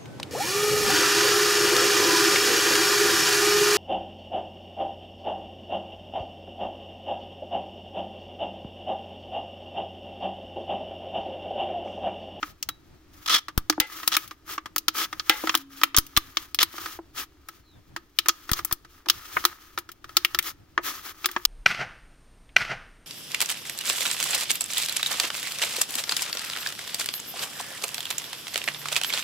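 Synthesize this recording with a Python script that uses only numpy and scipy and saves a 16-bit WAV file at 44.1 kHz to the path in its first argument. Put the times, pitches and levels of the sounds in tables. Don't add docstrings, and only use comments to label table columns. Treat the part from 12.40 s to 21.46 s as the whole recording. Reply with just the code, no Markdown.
import sys
import numpy as np
from scipy import signal
from scipy.fft import rfft, irfft, next_fast_len
from scipy.io import wavfile
from scipy.ndimage import map_coordinates

SR = 44100
rng = np.random.default_rng(int(sys.argv[2]) if len(sys.argv) > 2 else 0)


def wav_out(sig):
    wavfile.write(sys.argv[1], SR, np.round(np.clip(np.atleast_2d(sig).T, -1, 1) * 32767).astype(np.int16))


N = 399546


def amp(db):
    return 10 ** (np.asarray(db) / 20)


def unit_rms(x):
    return x / np.sqrt(np.mean(x ** 2) + 1e-20)


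def along(points, hz):
    freqs, values = np.transpose(points)
    return np.interp(np.log(hz + 1), np.log(freqs), values)


def wobble(rate):
    knots = rng.standard_normal(int(N * rate / SR) + 4)
    return map_coordinates(knots, [np.arange(N) * rate / SR])


def add(track, start, sound):
    part = track[:, round(start * SR):][:, :sound.shape[-1]]
    part += sound[..., :part.shape[-1]]


def colour(points, hz):
    cepstrum = irfft(np.log(amp(along(points, hz))))
    half = len(cepstrum) // 2
    return np.exp(rfft(np.r_[cepstrum[0], 2 * cepstrum[1:half]], len(cepstrum)))


def resonance(hz, centre, width):
    return 1j * hz * width / (centre ** 2 - hz ** 2 + 1j * hz * width)


def push(start, length, db, arch_db=9.5, stop_db_per_s=1201):
    from_middle = np.abs(np.arange(N) / SR - start - length / 2)
    arch = arch_db * np.minimum(2 * from_middle / length, 1) ** 2
    ends = stop_db_per_s * np.clip(from_middle - length / 2, 0, 1)
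    return amp(db - arch - ends)


# (frequency [Hz], left over right [dB])
PORT_BALANCE = [(350, 0.5), (700, 5), (1290, -2), (2380, 4.5), (8120, -4.5), (15000, 21.5)]
# (frequency [Hz], correlation [0-1])
PORT_LIKENESS = [(200, 1), (5000, 0.42), (15000, 0.14)]
def radiate(force, response, lead_s=4e-5):
    n = force.shape[-1]
    size = 2 * next_fast_len(n * 3 // 4)
    hz = np.fft.rfftfreq(size, 1 / SR)
    common, apart = rfft(force, size) * response(hz)
    spread = np.arccos(np.clip(along(PORT_LIKENESS, hz), 0, 1)) / 2
    mid, side = common * np.cos(spread), apart * np.sin(spread)
    lean = amp(along(PORT_BALANCE, hz))
    left = (mid + side) * lean
    right = (mid - side) * np.exp(-2j * np.pi * hz * lead_s)
    pair = np.array([left, right]) / np.hypot(lean, 1)
    return unit_rms(irfft(pair, size)[:, :n])


# (frequency [Hz], gain [dB])
AIR_EQ = [(70, 1), (200, -18), (315, 0.5), (500, -19), (5000, -25.5), (15000, -44.5)]
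# (time [s], length [s], level [dB])
GUSTS = [(0.102, 0.474, -59.5)]
def air(lumpy_db=6.0, breeze_db=-64):
    bed_gain = amp(-59 + 1.3 * wobble(6.3))
    bed = radiate(rng.standard_normal((2, N)), lambda hz: colour(AIR_EQ, hz))
    buffet = radiate(rng.standard_normal((2, N)), lambda hz: resonance(hz, 84, 62), lead_s=0.0012)
    flow = amp(breeze_db) + sum(push(*gust) for gust in GUSTS)
    return bed_gain * bed + flow * amp(lumpy_db * wobble(18)) * buffet


# (frequency [Hz], width [Hz], gain [dB])
SHELL_MODES = [(1262.7, 85, 6), (1710, 130, -8.5), (3110, 270, -9), (3338, 67, -1), (5300, 120, -8)]
def shell(hz, sing=1):
    return 1 + sing * sum(amp(db) * resonance(hz, centre, width) for centre, width, db in SHELL_MODES)


def slips(rate, spike_db, hiss, size=N):
    strengths = amp(spike_db * np.minimum(rng.exponential(size=(2, size)), 4))
    slipping = rng.random((2, size)) < rate / SR
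    releases = slipping * strengths * rng.choice([-1, 1], (2, size))
    return unit_rms(releases) + hiss * rng.standard_normal((2, size))


# (frequency [Hz], gain [dB])
SLIDE_EQ = [(120, -28.5), (320, 4.5), (550, -10.5), (1200, -3), (2400, 1.5), (6500, 1.5), (8000, -7),
            (15000, 2)]
LID_EQ = [(300, -19), (650, -9), (1150, 3.5), (1900, 1.5), (3000, -13), (7000, -67.5)]
# (time [s], length [s], level [dB])
RUBS = [(0, 0.12, -46), (0.734, 0.28, -47.5), (1.472, 0.17, -37), (1.627, 0.23, -38), (1.811, 0.13, -52),
        (2.073, 0.092, -33.5), (2.547, 0.11, -26), (2.656, 0.39, -49.5), (2.867, 0.35, -36.5),
        (3.308, 0.18, -43), (3.603, 0.52, -50), (3.98, 0.089, -43.5), (4.254, 0.12, -48.5),
        (4.332, 0.24, -36), (4.756, 0.084, -29.5), (5.083, 0.12, -53.5), (5.77, 0.46, -50.5),
        (6.137, 0.075, -34), (6.235, 0.1, -48.5), (6.495, 0.13, -54), (6.684, 0.17, -41),
        (6.835, 0.31, -37), (7.12, 0.26, -50.5), (7.682, 0.41, -46.5), (8.041, 0.074, -30.5),
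        (8.437, 0.088, -26), (8.526, 0.089, -37), (8.629, 0.094, -33.5), (8.745, 0.31, -44)]
def rubbing(rest_db=-62.5, drag_db=-9, bite=0.16):
    pressure = amp(rest_db) + sum(push(*rub) for rub in RUBS)
    grit = slips(rate=970, spike_db=1.5, hiss=1.5)
    snags = slips(rate=90, spike_db=3, hiss=1)
    rasp = radiate(grit, lambda hz: colour(SLIDE_EQ, hz) * shell(hz, sing=0.7))
    drag = radiate(snags, lambda hz: colour(LID_EQ, hz) * shell(hz))
    judder = amp(1.8 * wobble(70))
    brightness = (pressure / pressure.max()) ** bite
    return pressure * (rasp * judder * brightness + drag * amp(drag_db))


def blow(db, t60, response, pop=0.34, rise_s=0.00031, wake_db=-19):
    t = np.arange(SR // 5) / SR
    attack = 1 - np.exp(-t / rise_s)
    decay = amp(-60 * t / t60) + amp(wake_db - 60 * t / (3 * t60))
    force = rng.standard_normal((2, len(t))) * attack * decay
    force[0, round(rise_s * SR)] += pop * np.linalg.norm(force[0])
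    return amp(db) / np.sqrt(20) * radiate(force, response)


def dented(eq, detune=0.042, sing=1):
    shift = np.exp(detune * rng.standard_normal())
    return lambda hz: colour(eq, hz) * shell(hz / shift, sing)


def cavity(time, start_hz=303, rise_hz_per_s=6, width_hz=22):
    centre = start_hz + rise_hz_per_s * time
    return lambda hz: resonance(hz, centre, width_hz) * resonance(hz, centre, 2 * centre)


# (frequency [Hz], gain [dB])
WALL_EQ = [(900, -20.5), (2100, 1), (6500, 2), (12000, -29.5)]
EDGE_EQ = [(4000, -26), (8000, -9), (11000, -4), (15000, 0.5)]
# (time [s], wall level [dB], buckling patch pitch [Hz], lid level [dB], edge level [dB])
SNAPS = [(0.0284, -28, 1663, -23, -70), (0.2265, -27.5, 6600, -48, -28.5),
         (0.2887, -30.5, 3700, -32.5, -25.5), (1.177, -27, 4200, -27.5, -19),
         (1.298, -17, 4860, -21.5, -20), (1.4006, -18, 4450, -26.5, -15), (1.6763, -19, 4830, -29, -12.5),
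         (1.7667, -18, 2250, -23, -14.5), (2.179, -34, 1370, -26.5, -50), (2.3612, -26.5, 5370, -25.5, -21),
         (2.381, -27.5, 5400, -53, -19.5), (2.4822, -17.5, 3900, -23, -20),
         (2.7963, -26.5, 4040, -33, -43.5), (2.8954, -12.5, 3000, -18, -16), (3.0937, -20, 2780, -22, -40),
         (3.1509, -18.5, 3740, -22.5, -16), (3.4342, -15.5, 3050, -15.0, -15),
         (3.5451, -26.0, 3020, -26.5, -50.5), (3.565, -17, 6100, -65, -10.5),
         (3.5738, -18, 4730, -24.5, -18), (3.5838, -18.5, 4870, -27, -9), (3.7653, -17, 3040, -27, -28),
         (3.773, -17.5, 3700, -20.5, -12.5), (3.97, -19.5, 3500, -26.5, -30.5),
         (4.1455, -28.0, 4370, -41, -23), (4.1886, -17.5, 2900, -30.5, -32), (4.229, -17, 3870, -24, -13),
         (5.7876, -16.0, 3480, -30, -19), (5.8845, -17.5, 5840, -25, -13), (5.8917, -18.5, 5100, -23, -45),
         (6.115, -27.5, 4330, -29.5, -18.5), (6.133, -22, 5200, -30, -22), (6.2481, -35, 6200, -40, -18.5),
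         (6.3253, -27, 5030, -36, -16), (6.6859, -23.5, 4100, -33.5, -27), (6.6985, -13.5, 4100, -26, -16),
         (6.968, -48, 2200, -17.5, -36), (7.0511, -16.0, 4200, -18, -12.5),
         (7.7682, -13.5, 4250, -22.5, -13.5), (7.848, -16, 2310, -29.5, -20),
         (7.9467, -24.5, 4000, -26, -27), (7.9883, -19, 2120, -33.5, -17), (8.3772, -29.5, 1900, -17, -63),
         (8.8441, -26.5, 2440, -29.5, -49), (8.8577, -21, 4120, -27, -16), (8.963, -30.5, 2230, -21.5, -51),
         (9.0513, -15, 4450, -31, -14.5)]
def snaps(cavity_db=-15, crisp_t60=0.022, dull_t60=0.027, patch_width=0.59):
    out = np.zeros((2, N))
    for time, wall_db, patch_hz, lid_db, edge_db in SNAPS:
        sharpness = edge_db - lid_db
        t60 = np.interp(sharpness, [-15, 5], [dull_t60, crisp_t60])
        wall, lid = dented(WALL_EQ), dented(LID_EQ, detune=0.028, sing=1.3)
        patch = lambda hz: wall(hz) * resonance(hz, patch_hz, patch_width * patch_hz)
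        add(out, time, blow(wall_db, t60, patch))
        add(out, time, blow(lid_db, t60, lid))
        add(out, time, blow(edge_db, t60, lambda hz: colour(EDGE_EQ, hz)))
        add(out, time, blow(lid_db + cavity_db, 0.005, cavity(time)))
    return out


# (time [s], pitch [Hz], level [dB], 60 dB decay [s])
NOTES = [(0.288, 3881, -39.5, 0.19), (3.15, 275.6, -45.5, 2.6)]
def ringing_notes():
    out, t = np.zeros((2, N)), np.arange(SR) / SR
    for time, hz, db, t60 in NOTES:
        add(out, time, amp(db - 60 * t / t60) * np.sin(2 * np.pi * hz * t))
    return out


# (frequency [Hz], gain [dB])
TEAR_EQ = [(100, -26.5), (1150, -10), (3500, -2.5), (6000, -4.5), (8000, -14.5), (15000, -14.5)]
# (time [s], length [s], level [dB])
BITES = [(0.859, 0.0058, -26.5), (0.875, .012, -23), (0.893, 0.074, -19.5), (0.94, 0.0096, -14),
         (0.955, 0.036, -28), (1.717, 0.016, -23), (1.737, 0.017, -21), (2.578, 0.073, -30),
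         (4.201, 0.022, -18.5), (4.775, 0.012, -32)]
def cutting(sing=2.8, cavity_db=8, grab_s=0.0017, let_go_s=0.0035):
    out, t = np.zeros((2, N)), np.arange(SR // 5) / SR
    for time, length, db in BITES:
        pressure = (1 - np.exp(-t / grab_s)) * np.exp(-np.maximum(t - length, 0) / let_go_s)
        force = slips(rate=1700, spike_db=0.2, hiss=0.6, size=len(t)) * pressure
        can = dented(TEAR_EQ, detune=0.0074, sing=sing)
        tear = radiate(force, lambda hz: can(hz) * (1 + amp(cavity_db) * cavity(time)(hz)))
        add(out, time, amp(db) * np.sqrt(np.mean(pressure ** 2)) * tear)
    return out


# (time [s], level [dB])
CATCHES = [(1.083, -32), (1.325, -35.5), (1.631, -34.5), (1.91, -37), (2.258, -34), (2.728, -30.5),
           (3.072, -24), (3.142, -25.5), (3.414, -29), (4.381, -33.5), (4.459, -31), (5.087, -39.5),
           (5.563, -30.5), (5.859, -32), (6.092, -30), (6.19, -29.5), (6.311, -31), (6.448, -48),
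           (6.659, -41.5), (7.04, -31), (7.376, -26.5), (7.49, -39.5), (7.643, -40), (7.692, -42),
           (8.888, -35.5)]
def catches(t60=0.036, rasp_db=-4, cavity_db=-13):
    out = np.zeros((2, N))
    for time, db in CATCHES:
        add(out, time, blow(db, t60, dented(LID_EQ)))
        add(out, time, blow(db + rasp_db, t60, dented(TEAR_EQ)))
        add(out, time, blow(db + cavity_db, t60, cavity(time)))
    return out


# (time [s], gain [dB])
JOLTS = [(1.1777, -2.5), (1.403, -22), (3.5828, -6), (3.775, -11), (6.117, -7.5), (6.325, -17.5)]
def thumps(fall_s=0.0023, rise_s=0.00057, recovery_s=0.023, right_lag_s=0.00058):
    out = np.zeros((2, N))
    t = np.maximum(np.arange(SR // 2) / SR - [[0], [right_lag_s]], 0)
    shove = np.exp(-t / fall_s) - np.exp(-t / rise_s)
    creep = (fall_s - rise_s) / recovery_s * np.exp(-t / recovery_s)
    for time, db in JOLTS:
        add(out, time, -amp(db) * (shove - creep))
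    return out


# (time [s], level [dB])
KNOCKS = [(1.297, -25.5), (1.379, -27), (2.895, -33), (3.038, -26.5), (3.436, -36), (4.34, -44.5),
          (4.589, -35), (6.666, -39.5), (6.966, -28.5), (8.39, -37), (8.963, -31.5)]
def knocks(plank_hz=760, plank_db=-4):
    out = np.zeros((2, N))
    plank = lambda hz: resonance(hz, plank_hz, plank_hz) ** 3
    for time, db in KNOCKS:
        add(out, time, blow(db, 0.01, cavity(time)))
        add(out, time, blow(db + plank_db, 0.024, plank))
    return out


# (frequency [Hz], gain [dB])
LOOSE_MODES = [(530, -11.5), (855, -4), (1405, -3.5), (1660, -1.5), (2030, 3)]
# (time [s], level [dB])
SHIVERS = [(1.404, -25), (2.896, -17)]
def shivers(t60=0.15, width_hz=42, bed_db=-13):
    out = np.zeros((2, N))
    modes = lambda hz: sum(amp(db) * resonance(hz, centre, width_hz) for centre, db in LOOSE_MODES)
    metal = lambda hz: modes(hz) + amp(bed_db) * resonance(hz, 2500, 2000) ** 2
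    for time, db in SHIVERS:
        add(out, time, blow(db, t60, metal))
    return out


# (time [s], level [dB])
CRINKLES = [(1.877, -40), (3.174, -29.5), (3.666, -39.5), (5.086, -37), (7.386, -27.5), (7.517, -39.5),
            (8.026, -33), (8.914, -34.5)]
def crinkles(t60=0.03, wall_db=-8):
    out = np.zeros((2, N))
    for time, db in CRINKLES:
        add(out, time, blow(db, t60, lambda hz: colour(EDGE_EQ, hz)))
        add(out, time, blow(db + wall_db, t60, dented(WALL_EQ)))
    return out


# (time [s], length [s], start pitch [Hz], end pitch [Hz], level [dB])
CHIRPS = [(5.197, 0.22, 4550, 3250, -61)]
def bird(waver=0.0298):
    out = np.zeros((2, N))
    for time, length, start_hz, end_hz, db in CHIRPS:
        n = round(length * SR)
        hz = np.linspace(start_hz, end_hz, n) * (1 + waver * wobble(384)[:n])
        add(out, time, amp(db) * np.hanning(n) * np.sin(2 * np.pi * np.cumsum(hz) / SR))
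    return out


def garden_echo(sound, t60=0.32, wet_db=-28, cutoff_hz=4000):
    t = np.arange(SR // 2) / SR
    scatter = signal.lfilter(*signal.butter(1, cutoff_hz, fs=SR), rng.standard_normal((2, len(t))))
    tail = scatter * amp(-60 * t / t60)
    return amp(wet_db) * signal.fftconvolve(sound, tail / np.linalg.norm(tail[0]), axes=1)[:, :N]


def scene():
    can = snaps() + knocks() + catches() + shivers() + cutting() + rubbing() + crinkles()
    return can + garden_echo(can) + ringing_notes() + thumps() + air() + bird()


def record(dry, top_hz=15900):
    size = next_fast_len(N + SR)
    hz = np.fft.rfftfreq(size, 1 / SR)
    clipped = np.clip(dry, -1, 1)
    return irfft(rfft(clipped, size) / np.sqrt(1 + (hz / top_hz) ** 120), size)[:, :N]


dry = scene()
out = record(dry)
wav_out(out)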